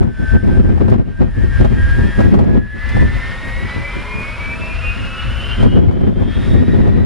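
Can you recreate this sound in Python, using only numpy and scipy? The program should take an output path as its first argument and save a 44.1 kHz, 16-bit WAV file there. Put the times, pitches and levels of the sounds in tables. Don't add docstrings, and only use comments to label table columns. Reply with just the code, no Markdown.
import sys
import numpy as np
from scipy import signal
from scipy.fft import rfft, irfft, next_fast_len
from scipy.io import wavfile

SR = 44100
rng = np.random.default_rng(int(sys.argv[2]) if len(sys.argv) > 2 else 0)


def generate_wav(signal):
    frames = np.transpose(np.atleast_2d(signal))
    scaled = np.clip(frames, -1, 1) * 32767
    pcm = np.round(scaled).astype(np.int16)
    wavfile.write(sys.argv[1], SR, pcm)


N = 310905
TIME_S = np.arange(N) / SR
BLADES = 38


def from_db(db):
    return 10 ** (np.asarray(db) / 20)


def unit_power(x):
    return x / np.sqrt(np.mean(np.abs(x) ** 2) + 1e-20)


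def over_time(rows):
    times_s, *columns = np.transpose(rows)
    return [np.interp(TIME_S, times_s, column) for column in columns]


def at_pitch(rows, hz):
    pitches_hz, values = np.transpose(rows)
    return np.interp(np.log(hz + 1), np.log(pitches_hz), values)


def smooth(x, seconds):
    keep = np.exp(-1 / (seconds * SR))
    return signal.lfilter([1 - keep], [1, -keep], x)


def drift(per_s):
    keep = np.exp(-40 * np.pi * per_s / SR)
    noise = rng.standard_normal(N // 20 + 4002)
    slow = signal.lfilter([1], [1, -2 * keep, keep * keep], noise)[4000:]
    return np.interp(np.arange(N) / 20, np.arange(len(slow)), unit_power(slow))


def stereo_noise(colour, likeness):
    size = next_fast_len(N, real=True)
    hz = np.arange(size // 2 + 1) * SR / size
    shared, opposed = rfft(rng.standard_normal((2, size))) * from_db(at_pitch(colour, hz))
    alike = np.clip(at_pitch(likeness, hz), -1, 1)
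    spectrum = np.sqrt(1 + alike) * shared + np.sqrt(1 - alike) * opposed * [[1], [-1]]
    return unit_power(irfft(spectrum, size)[:, :N])


def scattered_tone(hz, waver, fuzz, waver_hz, fuzz_hz):
    slow = drift(waver_hz) + 1j * drift(waver_hz)
    fast = drift(fuzz_hz) + 1j * drift(fuzz_hz)
    pure = np.exp(2j * np.pi * np.cumsum(hz) / SR)
    return unit_power(np.real(pure * (1 + waver * slow + fuzz * fast)))


# whine_hz, whine_db, blade_tone_db, buzz_db
FAN_LEVELS = [(1520, -41.5, -66, -42), (1940, -35.5, -52.5, -40.5), (2270, -38.5, -58, -38.5),
              (2416, -32.5, -54.5, -43), (2990, -39.5, -41.5, -50), (3288, -47.5, -49, -41),
              (3540, -50, -38.5, -50), (3740, -51, -37.5, -45), (3840, -49.5, -30.5, -47)]

def fan_levels(whine_hz):
    pitches_hz, *columns = np.transpose(FAN_LEVELS)
    return [np.interp(whine_hz, pitches_hz, column) for column in columns]


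# whine_hz, gain_db
OCTAVE_LEVEL = [(1520, -17), (1600, -6), (1700, -4.5), (1780, -8), (1900, -7.5), (2030, -16), (2150, -28),
                (2700, -45)]
# whine_hz, gain_db
TRIPLE_LEVEL = [(1800, -28), (1920, -16), (2060, -11), (2200, -17), (2400, -30)]

def fan(hz, whine_db, blade_db, octave_db, triple_db, waver):
    base_db, blade_base_db, _ = fan_levels(hz)
    scatter = (hz / 2200) ** 2
    whine = from_db(base_db + whine_db + 1.4 * drift(per_s=13))
    whine *= scattered_tone(hz, waver * scatter, 0.29 * scatter, waver_hz=16, fuzz_hz=70)
    octave = from_db(base_db + octave_db + at_pitch(OCTAVE_LEVEL, hz))
    octave *= scattered_tone(2 * hz, 0.6, 0.06, waver_hz=8, fuzz_hz=69)
    triple = from_db(base_db + triple_db + at_pitch(TRIPLE_LEVEL, hz))
    triple *= scattered_tone(3 * hz / 2, 0.54, 0.13, waver_hz=6.3, fuzz_hz=60)
    ragged_db = np.minimum((3300 / hz) ** 3, 3)
    throb_hz, throb_depth_db, throb_above_hz = 7.9, 3.5, 3250
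    throb_db = throb_depth_db * smooth(hz > throb_above_hz, 0.1) * np.cos(2 * np.pi * throb_hz * TIME_S)
    blade = from_db(blade_base_db + blade_db + throb_db + ragged_db * drift(per_s=24))
    blade *= scattered_tone(hz / 2, 0.25 * ragged_db, 0.25 * ragged_db, waver_hz=11.5, fuzz_hz=50)
    return whine + octave + triple + blade


# time_s, pitch_hz
MAIN_PITCH = [(0, 1521), (0.8, 1572), (1.5, 1590), (2.4, 1655), (3.0, 1753), (3.5, 1881), (4.0, 2085),
              (4.5, 2321), (5.5, 2787), (6.0, 3087), (6.5, 3350), (7.05, 3604)]
# time_s, second_fan_hz, third_fan_hz
PITCH_GAPS = [(0, 168, 226.5), (1.5, 136.7, 260.7), (2.4, 149.5, 266.5), (3.5, 259.6, 331.7),
              (4.0, 280.5, 283.3), (4.5, 262.5, 240.3), (5.5, 230.6, 295.6), (6.4, 285.9, 390),
              (7.05, 244, 363)]
# time_s, gain_db
MAIN_SWELLS = [(0, 5), (0.15, 3.5), (0.22, 10.5), (0.33, 10), (0.43, 9), (0.53, 8), (0.68, 8.5), (0.85, 3),
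               (1.0, -2), (1.18, 9.5), (1.3, -5), (1.46, 3), (1.54, 13), (1.66, -5), (1.84, 10), (1.98, 11),
               (2.12, 8), (2.23, 12), (2.38, 3), (2.55, 11.5), (2.7, 16), (2.9, 5), (3.06, 10), (3.4, 0.5),
               (4.0, -0.5), (4.43, 6), (4.62, -1.5), (4.9, -1.5), (5.15, -4), (5.38, -1.5), (5.52, 1.5),
               (5.62, -12), (5.73, 5), (5.83, 2), (5.95, 2), (6.18, 0.5), (6.28, 9), (6.5, -7.5),
               (7.05, -1)]
# time_s, depth_db
MAIN_DIPS = [(0.47, 11), (0.61, 13), (0.76, 15), (1.485, 10), (2.075, 23), (2.33, 13), (3.19, -4),
             (3.66, -10.5), (4.04, -3), (4.18, 6), (4.58, 21), (4.78, 14), (4.97, 4), (5.16, 5)]
# time_s, second_fan_db, third_fan_db
OTHER_SWELLS = [(0, -6, 1), (0.3, -3.5, 2), (0.9, -1, -1), (1.22, -11, 1), (1.35, 11, 1.5), (1.47, -2, 2),
                (1.54, 5, 7), (1.68, -1, -12), (1.8, 3, 9), (1.92, 0, -4), (2.08, 13.5, -1), (2.2, -2, -1),
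                (2.4, -2, 3), (2.65, 3, 2), (2.8, -2, 9), (3.0, 5, 4), (3.4, -1.5, -1.5), (3.87, 4, 4.5),
                (4.0, -10, -3.5), (4.21, -3, 3.5), (4.37, -5, -6), (4.55, -4, -2), (4.72, 3, 5),
                (4.92, 5, 2), (5.05, 2.5, -11), (5.17, 4.5, 3), (5.28, 2, -13), (5.4, 5, 4), (5.6, 5, 9.5),
                (5.75, 5, -1), (6.4, 1.5, 4), (7.05, -5, 0)]

def three_fans():
    hz, = over_time(MAIN_PITCH)
    second_gap_hz, third_gap_hz = over_time(PITCH_GAPS)
    swell_db, = over_time(MAIN_SWELLS)
    second_db, third_db = over_time(OTHER_SWELLS)
    half_width_s = 0.033
    dip_db = sum(depth_db * np.exp(-((TIME_S - time_s) / half_width_s) ** 2)
                 for time_s, depth_db in MAIN_DIPS)
    return (fan(hz, swell_db - dip_db + 4.5, blade_db=4, octave_db=-1.8, triple_db=-0.2, waver=0.15)
            + fan(hz + second_gap_hz, second_db, blade_db=4, octave_db=-13, triple_db=-19, waver=0.38)
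            + fan(hz + third_gap_hz, third_db, blade_db=-3, octave_db=-16, triple_db=-20, waver=0.29))


# pitch_hz, level_db
BUZZ_COLOUR = [(300, -14), (450, 2), (570, 4.5), (670, -2), (780, -3), (1000, 6), (1150, 2.5), (1400, -13),
               (1800, 6)]

def blade_buzz(whine_hz):
    spin_hz = whine_hz / (2 * BLADES)
    turn = np.exp(2j * np.pi * np.cumsum(spin_hz) / SR)
    wavers = [drift(10) + 1j * drift(6.5) for _ in range(7)]
    uneven_db = 6
    tone, buzz = np.ones(N, complex), 0
    for multiple in range(1, BLADES + 8):
        tone = tone * turn
        if multiple > BLADES // 3:
            colour = np.repeat(from_db(at_pitch(BUZZ_COLOUR, multiple * spin_hz[::20])), 20)[:N]
            waver = np.roll(wavers[multiple % len(wavers)], rng.integers(N))
            buzz = buzz + from_db(uneven_db * rng.normal()) * colour * np.real(tone * waver)
    _, _, buzz_db = fan_levels(whine_hz)
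    return from_db(buzz_db) * unit_power(buzz)


# time_s, roar_db, intake_db
JET_LEVELS = [(0, -46, -40), (1.2, -33, -34.5), (2.3, -32, -35), (2.7, -29, -33.5), (3.0, -31, -32),
              (4.5, -33.5, -33), (5.6, -32, -31.5), (6.35, -31, -32), (6.52, -33, -35), (7.05, -37, -31.5)]
# pitch_hz, level_db
ROAR_COLOUR = [(60, 7.5), (200, 5.5), (400, -5), (570, -1), (660, -5.5), (770, -9), (1000, -14.5),
               (1400, -18.5), (1750, -14.5), (2600, -18.5), (5000, -35)]
# pitch_hz, level_db
INTAKE_COLOUR = [(800, -9), (1400, 0), (1900, -3), (2400, -5), (2900, -8), (3300, -10), (4000, -14.5),
                 (5000, -19.5), (6500, -30), (10000, -51)]
# pitch_hz, likeness
ENGINE_LIKENESS = [(100, 1), (500, 0.47), (1200, 0.94), (2500, 1), (5000, 0.87)]

def roar_and_intake():
    roar_db, intake_db = over_time(JET_LEVELS)
    roar = from_db(roar_db + 2 * drift(8.8)) * stereo_noise(ROAR_COLOUR, ENGINE_LIKENESS)
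    intake = from_db(intake_db + 1.3 * drift(10.5)) * stereo_noise(INTAKE_COLOUR, ENGINE_LIKENESS)
    return roar + intake


# pitch_hz, level_db
MIC_HISS_COLOUR = [(1000, -57), (3500, -14.5), (5300, 6), (6200, -8.5), (7000, 0), (7800, -8.5),
                   (9300, 1.5), (10500, -9.5), (11500, -19), (14000, -30)]
# pitch_hz, likeness
MIC_HISS_LIKENESS = [(3000, 0.75), (6000, 0.45), (9000, 0.28)]

def microphone_hiss(level_db):
    return from_db(level_db) * stereo_noise(MIC_HISS_COLOUR, MIC_HISS_LIKENESS)


# start_s, length_s, first_db, last_db
GUST_HITS = [(0.0, 0.071, 2, -1), (0.195, 0.0085, -7, -6), (0.334, 0.026, -7.5, -3.5),
             (0.436, 0.304, -7.5, 2.5), (0.808, 0.19, 1, 8), (1.05, 0.027, -4, -0.5), (1.203, 0.059, 2, -1),
             (1.38, 0.015, 1.5, -6.5), (1.603, 0.13, -3, -6.5), (1.716, 0.078, -11, -12),
             (1.993, 0.0081, -3.5, -8), (2.042, 0.0048, -6, -6.5), (2.181, 0.089, -9, -3),
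             (2.322, 0.27, 1, 4.5), (2.737, 0.022, -12.5, -14.5), (2.96, 0.0041, -6, -6),
             (3.02, 0.016, -2.5, -4), (3.626, 0.017, -17, -20.5), (3.761, 0.052, -15, -23.5),
             (3.95, 0.02, -27, -16.5), (4.148, 0.028, -23.5, -24.5), (5.597, 0.296, -7, 7.5),
             (5.893, 0.19, 2.5, 5), (6.086, 0.19, -1, -2.5), (6.361, 0.14, -10, -16), (6.47, 0.39, -7, -2),
             (6.789, 0.3, 1, -0.5)]

def gust_levels(lull_db, rise_db_per_s, fall_db_per_s):
    level_db = lull_db
    for start_s, length_s, first_db, last_db in GUST_HITS:
        held_db = np.interp(TIME_S, [start_s, start_s + length_s], [first_db, last_db])
        rise_db = rise_db_per_s * np.maximum(start_s - TIME_S, 0)
        fall_db = fall_db_per_s * np.maximum(TIME_S - start_s - length_s, 0)
        level_db = np.maximum(level_db, held_db - rise_db - fall_db)
    return level_db


def swirls(per_s, spread_db, decay_s):
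    strikes = rng.random(N) < per_s / SR
    strengths = from_db(-spread_db * np.clip(rng.standard_normal(N), -2, 2))
    return unit_power(smooth(smooth(strikes * strengths + 1e-18, decay_s), 0.0058))


# time_s, level_db
BREEZE_LEVEL = [(0, -16), (0.21, -18), (0.28, -15), (0.72, -5), (1.15, -7.5), (1.42, -4), (1.53, -9.5),
                (1.68, -4.5), (2.02, -8), (2.12, -18.5), (2.2, -7), (2.35, -24), (2.55, -1), (2.82, -19.5),
                (3.02, -4), (3.22, -18.5), (3.42, -24), (3.58, -17), (3.75, -27.5), (4.1, -22.5),
                (4.68, -24), (4.78, -16), (4.87, -16.5), (4.96, -19.5), (5.2, -25), (5.27, -11.5),
                (5.34, -16), (5.44, -19.5), (5.55, -18), (5.62, -12), (5.85, -15), (6.2, -5), (6.34, -17.5),
                (6.45, -14.5), (6.7, -27), (7.05, -7)]
# pitch_hz, level_db
RUMBLE_COLOUR = [(4, -47), (12, -14), (24, -3), (40, 9.5), (65, 8), (90, 3.5), (130, 0.5), (250, -61)]
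# pitch_hz, likeness
BIG_SWIRL_LIKENESS = [(30, 0.6), (60, -0.12), (100, -0.37), (160, -0.12)]
# pitch_hz, level_db
THUMP_COLOUR = [(50, -24.5), (80, 5), (120, 1.5), (220, -1.5), (330, -9.5), (450, -25.5), (700, -35),
                (1500, -85)]
# pitch_hz, level_db
FLUTTER_COLOUR = [(200, -16.5), (380, 7.5), (520, -1.5), (750, -8.5), (1100, -15.5), (2000, -22.5),
                  (3000, -32), (4500, -40.5), (9000, -63), (14000, -80)]
# pitch_hz, likeness
SMALL_SWIRL_LIKENESS = [(30, -0.45), (70, -0.68), (150, -0.79), (300, -0.53), (600, -0.46), (1200, -0.46),
                        (3000, 0.13)]

def wind():
    breeze_db, = over_time(BREEZE_LEVEL)
    lull_db = breeze_db - 13.5 + 4.5 * drift(per_s=9.2)
    gust_db = gust_levels(lull_db, rise_db_per_s=793, fall_db_per_s=270)
    lumpiness = np.clip((gust_db + 67) / 30, 0, 1)
    lumps = 1 + lumpiness * (swirls(per_s=420, spread_db=2, decay_s=0.0035) - 1)
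    rumble_gain = np.hypot(from_db(breeze_db - 2), from_db(gust_db - 13))
    rumble = rumble_gain * stereo_noise(RUMBLE_COLOUR, BIG_SWIRL_LIKENESS)
    thumps = (0.57 + smooth(lumps, 0.00041)) * stereo_noise(THUMP_COLOUR, SMALL_SWIRL_LIKENESS)
    flutter = (0.04 + lumps) * stereo_noise(FLUTTER_COLOUR, SMALL_SWIRL_LIKENESS)
    flutter_db = 1.12 * gust_db - 12
    return rumble + from_db(gust_db + 1.5) * unit_power(thumps) + from_db(flutter_db) * unit_power(flutter)


def air_bursts(rows, colour, gain_db, decay_s):
    strikes = np.zeros(N)
    for start_s, level_db in rows:
        strikes[int(start_s * SR)] = from_db(level_db + gain_db)
    loudness = smooth(smooth(strikes + 1e-18, decay_s), 0.0021) * decay_s * SR
    return loudness * stereo_noise(colour, SMALL_SWIRL_LIKENESS)


# start_s, level_db
SLAP_HITS = [(0.025, -3), (0.473, -12.5), (0.773, -6), (0.879, 0), (0.938, 3.5), (1.217, -3), (1.645, 0),
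             (2.188, -8.5), (2.203, -7.5), (2.34, -3), (2.388, 1), (2.439, -4), (2.965, -11.5), (3.02, -14),
             (5.626, -6.5), (5.909, 2.5), (6.005, -4), (6.22, -6.5), (6.871, -6)]
# pitch_hz, level_db
SLAP_COLOUR = [(100, -19), (300, 0.5), (550, 14.5), (1000, 3), (2000, -13), (4000, -23.5), (8000, -37.5),
               (14000, -47)]
# start_s, level_db
CRACKLE_HITS = [(0.027, -31.5), (0.897, -25), (1.608, -34), (1.648, -40), (2.204, -33), (2.343, -34),
                (2.888, -31.5), (2.966, -39), (3.021, -37), (5.629, -33), (5.925, -28)]
# pitch_hz, level_db
CRACKLE_COLOUR = [(800, -5), (2000, -4), (5000, -1.5), (8000, -11.5), (12000, -15)]

def slaps_and_crackles():
    slaps = air_bursts(SLAP_HITS, SLAP_COLOUR, gain_db=-1, decay_s=0.0082)
    crackles = air_bursts(CRACKLE_HITS, CRACKLE_COLOUR, gain_db=1, decay_s=0.0056)
    return slaps + crackles


# pitch_hz, difference_db
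LEFT_EXTRA = [(35, 5), (70, 5), (130, 1), (300, 0.95), (600, 1.7), (2000, 1.5)]

def wind_from_left(x):
    size = next_fast_len(N + SR // 10, real=True)
    extra_db = at_pitch(LEFT_EXTRA, np.arange(size // 2 + 1) * SR / size)
    gains = from_db(np.array([extra_db, -extra_db]) / 2)
    return irfft(rfft(x, size) * gains, size)[:, :N]


# spin_multiple, centre_hz, width_hz, level_db
BUZZ_NOTES = [(20, 2430, 55, -43), (35, 2150, 70, -42), (36, 2110, 90, -42), (38, 2130, 70, -42),
              (38, 2300, 45, -46), (38, 2660, 50, -38), (42, 2665, 45, -39)]

def buzz_notes(whine_hz):
    spin_hz = whine_hz / (2 * BLADES)
    notes = 0
    for multiple, centre_hz, width_hz, level_db in BUZZ_NOTES:
        swell = from_db(level_db) / (1 + ((whine_hz - centre_hz) / width_hz) ** 4)
        notes += swell * scattered_tone(multiple * spin_hz, 0.46, 0.3, waver_hz=14, fuzz_hz=35)
    return notes


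def scene():
    whine_hz, = over_time(MAIN_PITCH)
    tones = three_fans() + blade_buzz(whine_hz) + buzz_notes(whine_hz)
    lag_s = 0.00001
    right_tones = np.interp(TIME_S - lag_s, TIME_S, tones)
    airliner = np.array([tones, right_tones]) + roar_and_intake()
    wind_noise = wind_from_left(wind() + slaps_and_crackles())
    return airliner + wind_noise + microphone_hiss(level_db=-51)


# pitch_hz, share
CANCEL_SHARE = [(200, 0.53), (2200, 0.96), (4300, 0.5), (8000, 1)]

def motor_noise_canceller(x, motor_hz, memory):
    margin = SR // 10
    size = next_fast_len(N + 2 * margin, real=True)
    padded = np.pad(x, [(0, 0), (margin, size - N - margin)], mode="reflect")
    hz = np.arange(size // 2 + 1) * SR / size
    one_turn_delay = np.exp(-2j * np.pi * hz / motor_hz)
    repeating = (1 - memory) * one_turn_delay / (1 - memory * one_turn_delay)
    share = at_pitch(CANCEL_SHARE, hz)
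    return irfft(rfft(padded) * (1 - share * repeating), size)[:, margin:margin + N]


def automatic_volume(x, threshold_db, slope, recover_db_per_s, react_s, listen_s, start_cut_db):
    level_db = 10 * np.log10(smooth(np.mean(x ** 2, axis=0), listen_s) + 1e-12)
    wanted_cut_db = slope * np.maximum(level_db - threshold_db, 0)
    recovery_db = recover_db_per_s * TIME_S
    cut_db = np.maximum.accumulate(np.maximum(wanted_cut_db + recovery_db, start_cut_db)) - recovery_db
    return x * from_db(-start_cut_db - smooth(cut_db - start_cut_db, react_s))


def record(dry):
    thinned = from_db(-2.3) * motor_noise_canceller(dry, motor_hz=150, memory=0.51)
    held = automatic_volume(thinned, threshold_db=-8, slope=1.15, recover_db_per_s=62,
                            react_s=0.026, listen_s=0.016, start_cut_db=10)
    flattened = held / (1 + held ** 10) ** (1 / 10)
    cutoff_hz = 11600
    return signal.sosfilt(signal.butter(14, cutoff_hz, fs=SR, output="sos"), flattened)


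dry = scene()
out = record(dry)
generate_wav(out)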